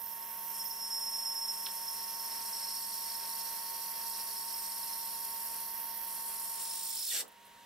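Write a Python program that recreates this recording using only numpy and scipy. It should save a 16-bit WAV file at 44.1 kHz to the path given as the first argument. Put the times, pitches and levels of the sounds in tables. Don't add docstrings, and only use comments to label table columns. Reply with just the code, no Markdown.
import sys
import numpy as np
from scipy import signal
from scipy.fft import rfft, irfft, next_fast_len
from scipy.io import wavfile
from scipy.ndimage import map_coordinates

SR = 44100
rng = np.random.default_rng(int(sys.argv[2]) if len(sys.argv) > 2 else 0)


def persist_wave(psi):
    counts = np.round(np.clip(psi, -1, 1) * 32767).astype(np.int16)
    wavfile.write(sys.argv[1], SR, np.atleast_2d(counts).T)


N = 337563

# (time [s], relative level [dB])
CHATTER_LEVEL = [(0.0, -61.5), (0.49, -62), (0.56, -52), (0.6, -45), (0.67, -48), (0.71, -48),
                 (0.95, -39.5), (1.52, -40), (1.58, -45.5), (2.43, -50.5), (2.65, -45), (3.0, -50.5),
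                 (3.42, -53.5), (3.76, -58.5), (4.65, -51), (5.3, -57.5), (6.21, -66), (6.58, -58.5),
                 (6.72, -55), (6.82, -58), (6.91, -54), (6.98, -55), (7.02, -48), (7.1, -57)]
# (time [s], dip [dB])
SLIPS = [(.636, 9.5), (.688, 23), (.785, 13), (.895, 14), (1.002, 10), (1.055, 7), (1.111, 8.5), (1.177, 9),
         (1.216, 8.5), (1.245, 9), (1.343, 12), (1.406, 9.5), (1.471, 17.5), (1.53, 10.5), (1.56, 9),
         (1.592, 7.5), (1.727, 7.5), (1.79, 9), (2.06, 9.5), (2.52, 11.5), (2.665, 13), (2.88, 9.5),
         (7.062, 15)]
# (time [s], rise, or dip if negative [dB])
FLARES = [(2.77, 4), (3.005, 1), (3.848, -1), (4.12, 11), (4.365, 9), (6.572, 6), (6.776, 7), (6.9, 0),
          (7.073, 6.5)]
# (time [s], relative level [dB])
RIBBON_SCRAPE = [(0.0, -62.5), (0.47, -59), (0.58, -49.5), (0.7, -57.5), (0.9, -51), (2.21, -53),
                 (2.51, -50.5), (2.55, -49.5), (3.78, -53), (3.82, -50.5), (3.89, -56), (3.98, -52),
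                 (4.76, -50.5), (5.36, -53), (5.54, -51.5), (5.8, -61), (6.03, -60), (6.1, -51),
                 (6.5, -47.5)]
# (centre time [s], half length [s], pitch [Hz], glide [Hz/s], level [dB])
WHISTLES = [(.06, 0.097, 14200, 1500, -47), (.25, .06, 15000, 1998, -58), (.3, 0.26, 12600, -600, -50),
            (.37, .06, 14600, -4000, -52), (.48, .05, 14200, -3500, -45), (.62, .15, 12440, -600, -48),
            (.665, .025, 14000, -500, -44), (6.625, .01, 14000, -3000, -45), (6.67, .07, 10100, -3000, -47),
            (6.838, .005, 13950, -3000, -42), (6.895, .01, 13900, -3000, -43),
            (7.02, .04, 10550, -2000, -47)]
# (time [s], pitch [Hz])
OVERTONE_PITCH = [(1.1, 8300), (2.6, 8170), (4.8, 8320)]
# (centre time [s], half length [s], pitch [Hz], glide [Hz/s], level [dB])
SCREECHES = [(7.083, .008, 4250, -8000, -45), (7.109, 0.007, 3550, -15000, -40),
             (7.122, .009, 1930, -6000, -47.5), (7.125, .007, 2950, -5000, -45),
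             (7.143, .006, 7600, -3000, -39), (7.161, .008, 7580, -3000, -42),
             (7.166, .011, 2860, -12000, -47.5), (7.192, .009, 7520, -3000, -42)]
# (time [s], lower edge [Hz])
GRIND_EDGE = [(7.07, 3700), (7.1, 2690), (7.13, 1800), (7.17, 1240)]
# (time [s], direct peak level [dB], band centre [Hz], t60 [s])
SNAPS = [(1.662, -28, 4100, 0.004), (1.6638, -37, 4000, .004), (1.667, -27.5, 3600, 0.0051),
         (1.669, -41, 1870, 0.0096), (1.686, -38, 3900, .007), (7.279, -44, 12470, .055),
         (7.32, -47, 12000, .03), (7.451, -49, 12500, .07), (7.465, -48, 12400, .07)]

# (centre [Hz], half width at -6 dB [Hz], relative level [dB])
LIP_MODES = [(10150, 160, -8), (10600, 96, -13), (11200, 72, 1), (11400, 1470, -4), (12280, 500, -2),
             (12370, 85, -4)]
MARGIN_MODES = [(13350, 410, -9), (14000, 240, -1), (14200, 130, -5), (14470, 110, -15),
                (15100, 470, -11.5)]
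RIBBON_MODES = [(7370, 540, -9), (8310, 110, -1.5), (8640, 570, -10), (9040, 144, 4.5), (10130, 1750, -5)]
FLUTE_MODES = [(4250, 370, -3), (4690, 210, -2), (5200, 210, -11), (5320, 230, 1), (5696, 390, 0.5)]
SHANK_MODES = [(5670, 250, 0), (6140, 340, -3.5)]
RASP_MODES = [(3370, 740, -13), (3900, 380, -9), (5300, 250, -4), (6700, 690, -10), (7500, 260, -0.5),
              (8250, 710, -9), (9000, 180, -5), (10400, 270, -5), (12000, 720, -17), (13700, 420, -5),
              (15700, 500, -2)]
GRIND_MODES = [(1700, 300, 0), (1900, 160, -3), (2500, 380, -15), (2910, 210, 0), (3450, 280, 1),
               (4230, 2900, -4), (5900, 470, -3), (7600, 610, 2), (8700, 400, 2.5), (10500, 2900, -6),
               (12500, 650, 0.5), (15000, 700, -10)]

# (frequency [Hz], relative level [dB])
GEAR_TONES = [(528.5, -77), (663, -71.5), (681, -74.5), (720.2, -74), (852.8, -72), (920.7, -50.5),
              (1091.3, -60.5), (1353, -73), (1551, -71.5), (1637, -75.5), (1668, -75), (1841.4, -66.5),
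              (2042, -70.5), (2730, -71.5), (3306, -68.5), (7792, -74)]
# (frequency [Hz], level at the usual cutting load [dB])
HUM_TONES = [(200.2, -68), (400.4, -70)]
# (time [s], relative level [dB])
WHINE_SWELL = [(0.0, -53), (0.33, -51), (0.63, -51), (0.7, -52.5), (2.4, -50), (2.9, -52), (3.3, -50),
               (4.18, -50.5), (4.4, -51.3), (6.28, -50.5)]
# (frequency [Hz], relative density [dB per Hz])
RUMBLE_SPECTRUM = [(15, -68), (25, -24), (146, -24.5), (196, -18), (320, -19), (395, -15.5), (780, -12),
                   (924, -6.5), (1010, -9.5), (1100, -5.5), (1270, -16), (1860, -12), (3300, -14),
                   (3520, -37), (4000, -15), (5200, -59), (8800, -120)]
# (frequency [Hz], relative density [dB per Hz])
IDLE_SPECTRUM = [(15, -49), (25, -24.5), (148, -17.5), (169, -18), (298, -16.5), (350, -29), (524, -14),
                 (828, -17.5), (922, -15), (1030, -21), (1910, -12.5), (2300, -24.5), (2880, -13.5),
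                 (3200, -18), (3640, -15.5), (4520, -21), (15600, -25)]
# (frequency [Hz], relative density [dB per Hz])
SHUDDER_SPECTRUM = [(40, -35), (150, -9), (330, -7), (520, 3), (800, -3), (1300, -6), (2500, -32)]

# (frequency [Hz], t60 [s])
ENCLOSURE_DECAY = [(300, 0.11), (3000, 0.1), (8000, 0.11), (15000, 0.084)]
# (frequency [Hz], correlation [0-1])
LIKENESS = [(50, 0.45), (200, 0.62), (700, 0.31), (2000, 0.68), (5000, .85), (9000, .7), (15000, .65)]
# (frequency [Hz], left minus right [dB])
BALANCE = [(40, -1.5), (110, 0), (200, -3.5), (400, -1.5), (920, -1.2), (2400, -1), (4400, 0), (5400, -3),
           (8100, 0.5), (10000, 3.5), (11500, -4), (12500, -7), (14000, -12), (15500, -5)]

CLOG_S, BITE_S, BIND_S, FREE_S = 6.58, 6.97, 7.14, 7.21
DRAG_BUILD_S, DRAG_RELEASE_S = 0.24, 0.029
BURIED_S, EASING_S = 2.55, 4.2
HISS_DB, SIZZLE_DB, RUB_DB, CHOKE_DB = -43.5, -51, -52, 8
EASY_SCRAPE_DB = -51
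RASP_DB, GRIND_DB, SHUDDER_DB = -48.5, -36.5, -56.5
CHATTER_HZ, CHATTER_SAG_HZ, CHATTER_SWAY_HZ = 5363, 173.4, 8
GRIP_HZ, GRIP_DB = 18.2, 3.4
SLIP_S, SLIP_HZ_PER_DB = 0.0072, 3
WHINE_HZ, IDLE_HZ, SAG_HZ = 922, 941, 20
DRAG_DROP_DB, IDLE_DROP_DB = 17.5, 10.5
CHUCK_HZ, HIGH_SIDE_S = 9.49, 0.055
TOP_HZ = 15780


def cutting(shaft):
    hiss_db, sizzle_db, scrape_db, rub_db = cut_levels()
    contact = amp(swell(0, FREE_S, 0, 1120))
    press = -np.cos(shaft)
    jerk = pulse(shaft, 0.57, 0.26)
    bearing = pulse(shaft, 0.78, 0.33)
    snag = wobble(40)

    hiss_gain = amp(hiss_db + 0.3 * press + 0.51 * snag + 0.9 * wobble(200))
    hiss = hiss_gain * at_microphones(grains(30000), resonant(LIP_MODES))
    sizzle_gain = amp(sizzle_db + 0.49 * snag + 0.74 * wobble(35)) * bearing
    sizzle = sizzle_gain * at_microphones(grains(28000), resonant(MARGIN_MODES))
    scrape_gain = amp(scrape_db + 2.0 + 0.37 * snag + 1.3 * wobble(70)) * jerk
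    scrape = scrape_gain * at_microphones(grains(22000), resonant(RIBBON_MODES))
    rub_gain = amp(rub_db + 0.45 + 0.6 * press + 1.56 * wobble(40))
    rub = rub_gain * at_microphones(grains(18000), resonant(FLUTE_MODES))
    ring_gain = amp(-57 + swell(0.64, 2.3, 15, 2.4) + 0.54 * snag)
    ring = ring_gain * at_microphones(grains(20000), resonant(SHANK_MODES))
    catching = np.interp(rub_db, [-59, -52], [0.1, 0.65])
    return contact * (hiss + sizzle + scrape + rub + ring + catching * amp(rub_db) * chirps(shaft))


def cut_levels():
    grip_db = ribbon_grip()
    shallow_db = 5.1 * np.exp(-clock() / 1.57)
    choked = amp(swell(CLOG_S, BITE_S, 500, 400))
    hiss_db = HISS_DB - shallow_db + 0.09 * grip_db - CHOKE_DB * choked - 3 * drag()
    lifted_db = np.interp(curves(CHATTER_LEVEL)[0], [-48, -42], [0, 4.5])
    sizzle_db = SIZZLE_DB - 0.5 * grip_db - lifted_db + swell(0.99, FREE_S, 6.5, 0)
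    scrape_db = EASY_SCRAPE_DB + grip_db + 2.1 * choked
    burial_db = np.maximum(swell(BURIED_S, EASING_S, 6.3, 1.53), swell(BURIED_S, FREE_S, 3.6, 0) - 3)
    rub_db = RUB_DB + burial_db + 0.15 * grip_db + 7 * drag()
    return hiss_db, sizzle_db, scrape_db, rub_db


def ribbon_grip():
    return curves(RIBBON_SCRAPE)[0] - EASY_SCRAPE_DB


def chirps(shaft, centre_hz=4520, fall_hz=1500):
    turns = shaft / (2 * np.pi)
    which, part = turns.astype(int), turns % 1
    size, detune, late = rng.standard_normal((which[-1] + 1, 3))[which].T
    at = 0.4 + 0.02505 * late
    stray_hz = 70 * wobble(3) + 70 * detune + 150 * wobble(600)
    pitch_hz = centre_hz + stray_hz - fall_hz * (part - at)
    return unit(amp(1.7 * size) * pulse(shaft, at, 1.4) * np.sin(angle(pitch_hz)))


def chatter(shaft, chuck):
    level_db = curves(CHATTER_LEVEL)[0] + swell(0, 7.078, 0, 700)
    slip_db = slips()
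    sharp_hz = SLIP_HZ_PER_DB * np.maximum(slip_db, 0)
    pitch_hz = CHATTER_HZ + CHATTER_SWAY_HZ * np.cos(chuck) + sharp_hz - CHATTER_SAG_HZ * drag()
    rough = np.clip(np.interp(level_db, [-56, -48.5, -43.5], [0.45, 0.12, 0.025]), 0, 1)
    flutter = (wobble(150) + 1j * wobble(150)) / np.sqrt(2)
    swing = np.sqrt(1 - rough) + np.sqrt(rough) * flutter

    grip = angle(GRIP_HZ + 1.46 * wobble(12))
    weak = np.interp(level_db, [-47, -43], [1, 0.1])
    pulsing_db = weak * (GRIP_DB * np.sin(grip) + 1.6 * wobble(65) + 1.4 * np.sin(shaft))
    pulsing_db = pulsing_db + (1.1 + 2 * drag()) * np.sin(shaft)
    pull_hz = -10 * weak * np.sin(grip) + 6 * np.cos(shaft)
    tone = np.real(swing * np.exp(1j * angle(pitch_hz + pull_hz)))
    tone_db = level_db + 5.5 - 2.06 * weak + 5.6 * drag() - slip_db + pulsing_db + 0.99 * wobble(24)
    return amp(tone_db) * tone


def slips():
    def bumps(rows):
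        return sum(db * np.exp(-((clock() - s) / SLIP_S) ** 2) for s, db in rows)
    return bumps(SLIPS) - bumps(FLARES)


def whistle(shaft):
    ribbon = np.array([glides(WHISTLES, flutter=450, stray_hz=119) for microphone in range(2)])
    note_db = -56 + 3.7 * ribbon_grip() + swell(0.89, 4.7, 25, 15)
    note = pulse(shaft, 0.81, 0.83) * hoarse(curves(OVERTONE_PITCH)[0], flutter=200, stray_hz=59.5)
    return ribbon + amp(note_db) * note * (1 - freed())


def jam(shaft):
    rasp_db = RASP_DB + 8 * drag() + swell(CLOG_S, 7.09, 300, 122)
    grind_db = GRIND_DB + swell(BIND_S, 7.165, 94, 48) + swell(7.075, FREE_S, 300, 920)
    shudder_db = SHUDDER_DB + swell(7.155, 7.24, 270, 184)

    rasp_gain = amp(rasp_db + 1.1 * wobble(55)) * pulse(shaft, 0.6, 0.35)
    rasp = rasp_gain * at_microphones(grains(20000), resonant(RASP_MODES))
    grind_gain = amp(grind_db + 0.6 * wobble(220))
    grind = grind_gain * at_microphones(grains(17000), resonant(GRIND_MODES))
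    shudder = amp(shudder_db) * at_microphones(noise(), smooth(SHUDDER_SPECTRUM))
    screeches = glides(SCREECHES, flutter=300, stray_hz=70.4)
    return rasp + above(grind, curves(GRIND_EDGE)[0]) + shudder + screeches


def snaps(crack=9):
    out = np.zeros(N + SR)
    t = np.arange(SR // 12) / SR
    for s, db, hz, t60 in SNAPS:
        edges_hz = np.clip([hz * 0.72, hz * 1.24], 100, SR / 2 - 100)
        band = signal.butter(3, edges_hz, "band", fs=SR, output="sos")
        rattle = 1.5 * rng.standard_normal(len(t)) * amp(-60 * t / t60)
        burst = signal.sosfilt(band, crack * (t == 0) + rattle)
        out[round(s * SR):][:len(t)] += amp(db) * burst / np.abs(burst).max()
    return out[:N]


def drive(whine_hz, shaft, chuck):
    whine_db, rumble_db = drive_levels()
    load = amp(whine_db)
    sway = 0.0038 * np.cos(chuck) + 0.0024 * np.sin(2 * chuck) + 0.00095 * wobble(35)
    turn = angle(whine_hz / WHINE_HZ * (1 + sway))
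    gears = np.zeros(N)
    for hz, db in GEAR_TONES:
        strength = load ** (1 if db > -55 else 1.3)
        waver_db = (0.44 + hz / 1700) * wobble(42)
        gears += amp(db + 2.5 + waver_db) * strength * np.sin(hz * turn + rng.uniform(0, 2 * np.pi))

    hum = np.zeros(N)
    for hz, db in HUM_TONES:
        hum += amp(db + wobble(6.5)) * np.sin(angle(hz + 0.5 * wobble(5.88)))
    hum *= load ** 0.74
    rumble = amp(rumble_db + 9.0 + 1.3 * wobble(16)) * at_microphones(noise(), smooth(RUMBLE_SPECTRUM))
    idle_db = -59.0 - 2.9 * amp(swell(6.7, 7.38, 200, 130))
    idle = amp(idle_db) * at_microphones(noise(), smooth(IDLE_SPECTRUM))
    return gears * (1 + 0.097 * np.sin(shaft)) + hum + rumble + idle


def drive_levels():
    swing_db = curves(WHINE_SWELL)[0]
    swing_db = swing_db - np.median(swing_db)
    bound_db = 12 * amp(swell(7.05, 7.26, 624, 600))
    falter_db = 9 * amp(swell(7.33, 7.35, 700, 700))
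    idle_drop_db = (IDLE_DROP_DB - swell(7.1, 8, 20, 0)) * freed()
    whine_db = swing_db - DRAG_DROP_DB * drag() - bound_db - falter_db - idle_drop_db
    rumble_db = -67.0 + 1.9 * swing_db - 8 * drag() - 8.6 * freed()
    return whine_db, rumble_db


def drag():
    return np.exp(np.minimum(clock() - BIND_S, 0) / DRAG_BUILD_S) * (1 - freed())


def freed():
    return 1 - np.exp(-np.maximum(clock() - FREE_S, 0) / DRAG_RELEASE_S)


def enclosure(x):
    hz, t, z = signal.stft(rng.standard_normal((2, SR // 3)), SR, nperseg=256)
    decay = amp(-60 * t / along(ENCLOSURE_DECAY, hz)[:, None])
    tail = signal.istft(z * decay, SR, nperseg=256)[1]
    return signal.fftconvolve(x, tail / np.linalg.norm(tail[0]), axes=1)[:, :N]


def grains(rate):
    return unit(noise() * (rng.random(N) < rate / SR))


def glides(rows, flutter=350, stray_hz=70):
    out = np.zeros(N)
    for s, length, hz, hz_per_s, db in rows:
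        u = np.clip((clock() - s) / length, -4, 4)
        out += amp(db) * np.exp(-u ** 2) * hoarse(hz + hz_per_s * length * u, flutter, stray_hz)
    return out


def hoarse(pitch_hz, flutter=350, stray_hz=70):
    return unit(np.tanh(2 * wobble(flutter)) * np.sin(angle(pitch_hz + stray_hz * wobble(90))))


def pulse(shaft, at, sharp):
    return unit(np.exp(sharp * np.cos(shaft - 2 * np.pi * at)))


def swell(full_s, until_s, rise_db_per_s, fall_db_per_s):
    t = clock()
    return -rise_db_per_s * np.maximum(full_s - t, 0) - fall_db_per_s * np.maximum(t - until_s, 0)


def at_microphones(pair, colour):
    def blend(hz):
        turn = np.arccos(np.clip(along(LIKENESS, hz), -1, 1)) / 2
        return colour(hz) * np.array([np.cos(turn), np.sin(turn)])
    mid, side = filtered(pair, blend)
    return unit(np.array([mid + side, mid - side]))


def resonant(modes):
    grid = np.linspace(0, SR / 2, 4096)
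    power = sum(amp(db) ** 2 / (1 + ((grid - c) / w) ** 2) ** 2 for c, w, db in modes)
    gain = np.sqrt(power)
    return lambda hz: np.interp(hz, grid, gain)


def smooth(points):
    return lambda hz: amp(along(points, hz))


def filtered(x, response):
    m = next_fast_len(N + SR // 4)
    return irfft(rfft(x, m) * response(np.fft.rfftfreq(m, 1 / SR)), m)[..., :N]


def above(x, edge_hz):
    hz, t, z = signal.stft(x, SR, nperseg=256)
    edge = np.interp(t, clock(), edge_hz)
    return signal.istft(z / (1 + (edge / (hz[:, None] + 1)) ** 4), SR, nperseg=256)[1][:, :N]


def noise():
    return rng.standard_normal((2, N))


def wobble(rate, count=12):
    knots = rng.standard_normal(int(N * rate / SR) + 4)
    fine = np.arange((len(knots) - 1) * count) / count
    return np.interp(np.arange(N) * (rate / SR), fine, map_coordinates(knots, [fine]))


def angle(hz):
    return 2 * np.pi * np.cumsum(hz) / SR


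def curves(rows):
    s, *cols = np.transpose(rows)
    return [np.interp(clock(), s, c) for c in cols]


def along(points, hz):
    f, v = np.transpose(points)
    return np.interp(np.log(hz + 1), np.log(f + 1), v)


def clock():
    return np.arange(N) / SR


def amp(db):
    return np.exp(np.asarray(db) * (np.log(10) / 20))


def unit(x):
    return x / np.sqrt(np.mean(x ** 2) + 1e-20)


def scene():
    whine_hz = WHINE_HZ - SAG_HZ * drag() ** 0.75 + (IDLE_HZ - WHINE_HZ) * freed()
    shaft = angle(whine_hz / 18) + rng.uniform(0, 2 * np.pi)
    chuck = angle(CHUCK_HZ * whine_hz / WHINE_HZ) - 2 * np.pi * CHUCK_HZ * HIGH_SIDE_S
    friction = cutting(shaft) + whistle(shaft) + jam(shaft) + snaps()
    machine = drive(whine_hz, shaft, chuck)
    return chatter(shaft, chuck) + friction + machine + amp(-3.5) * enclosure(friction)


def record(dry, lag_s=2.2e-5):
    side = np.array([[0.5], [-0.5]])

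    def placement(hz):
        level = amp(side * along(BALANCE, hz))
        delay = np.exp(-2j * np.pi * hz * side * lag_s)
        return level * delay
    microphones = filtered(dry, placement)
    return filtered(microphones, lambda hz: hz < TOP_HZ)


dry = scene()
out = record(dry)
persist_wave(out)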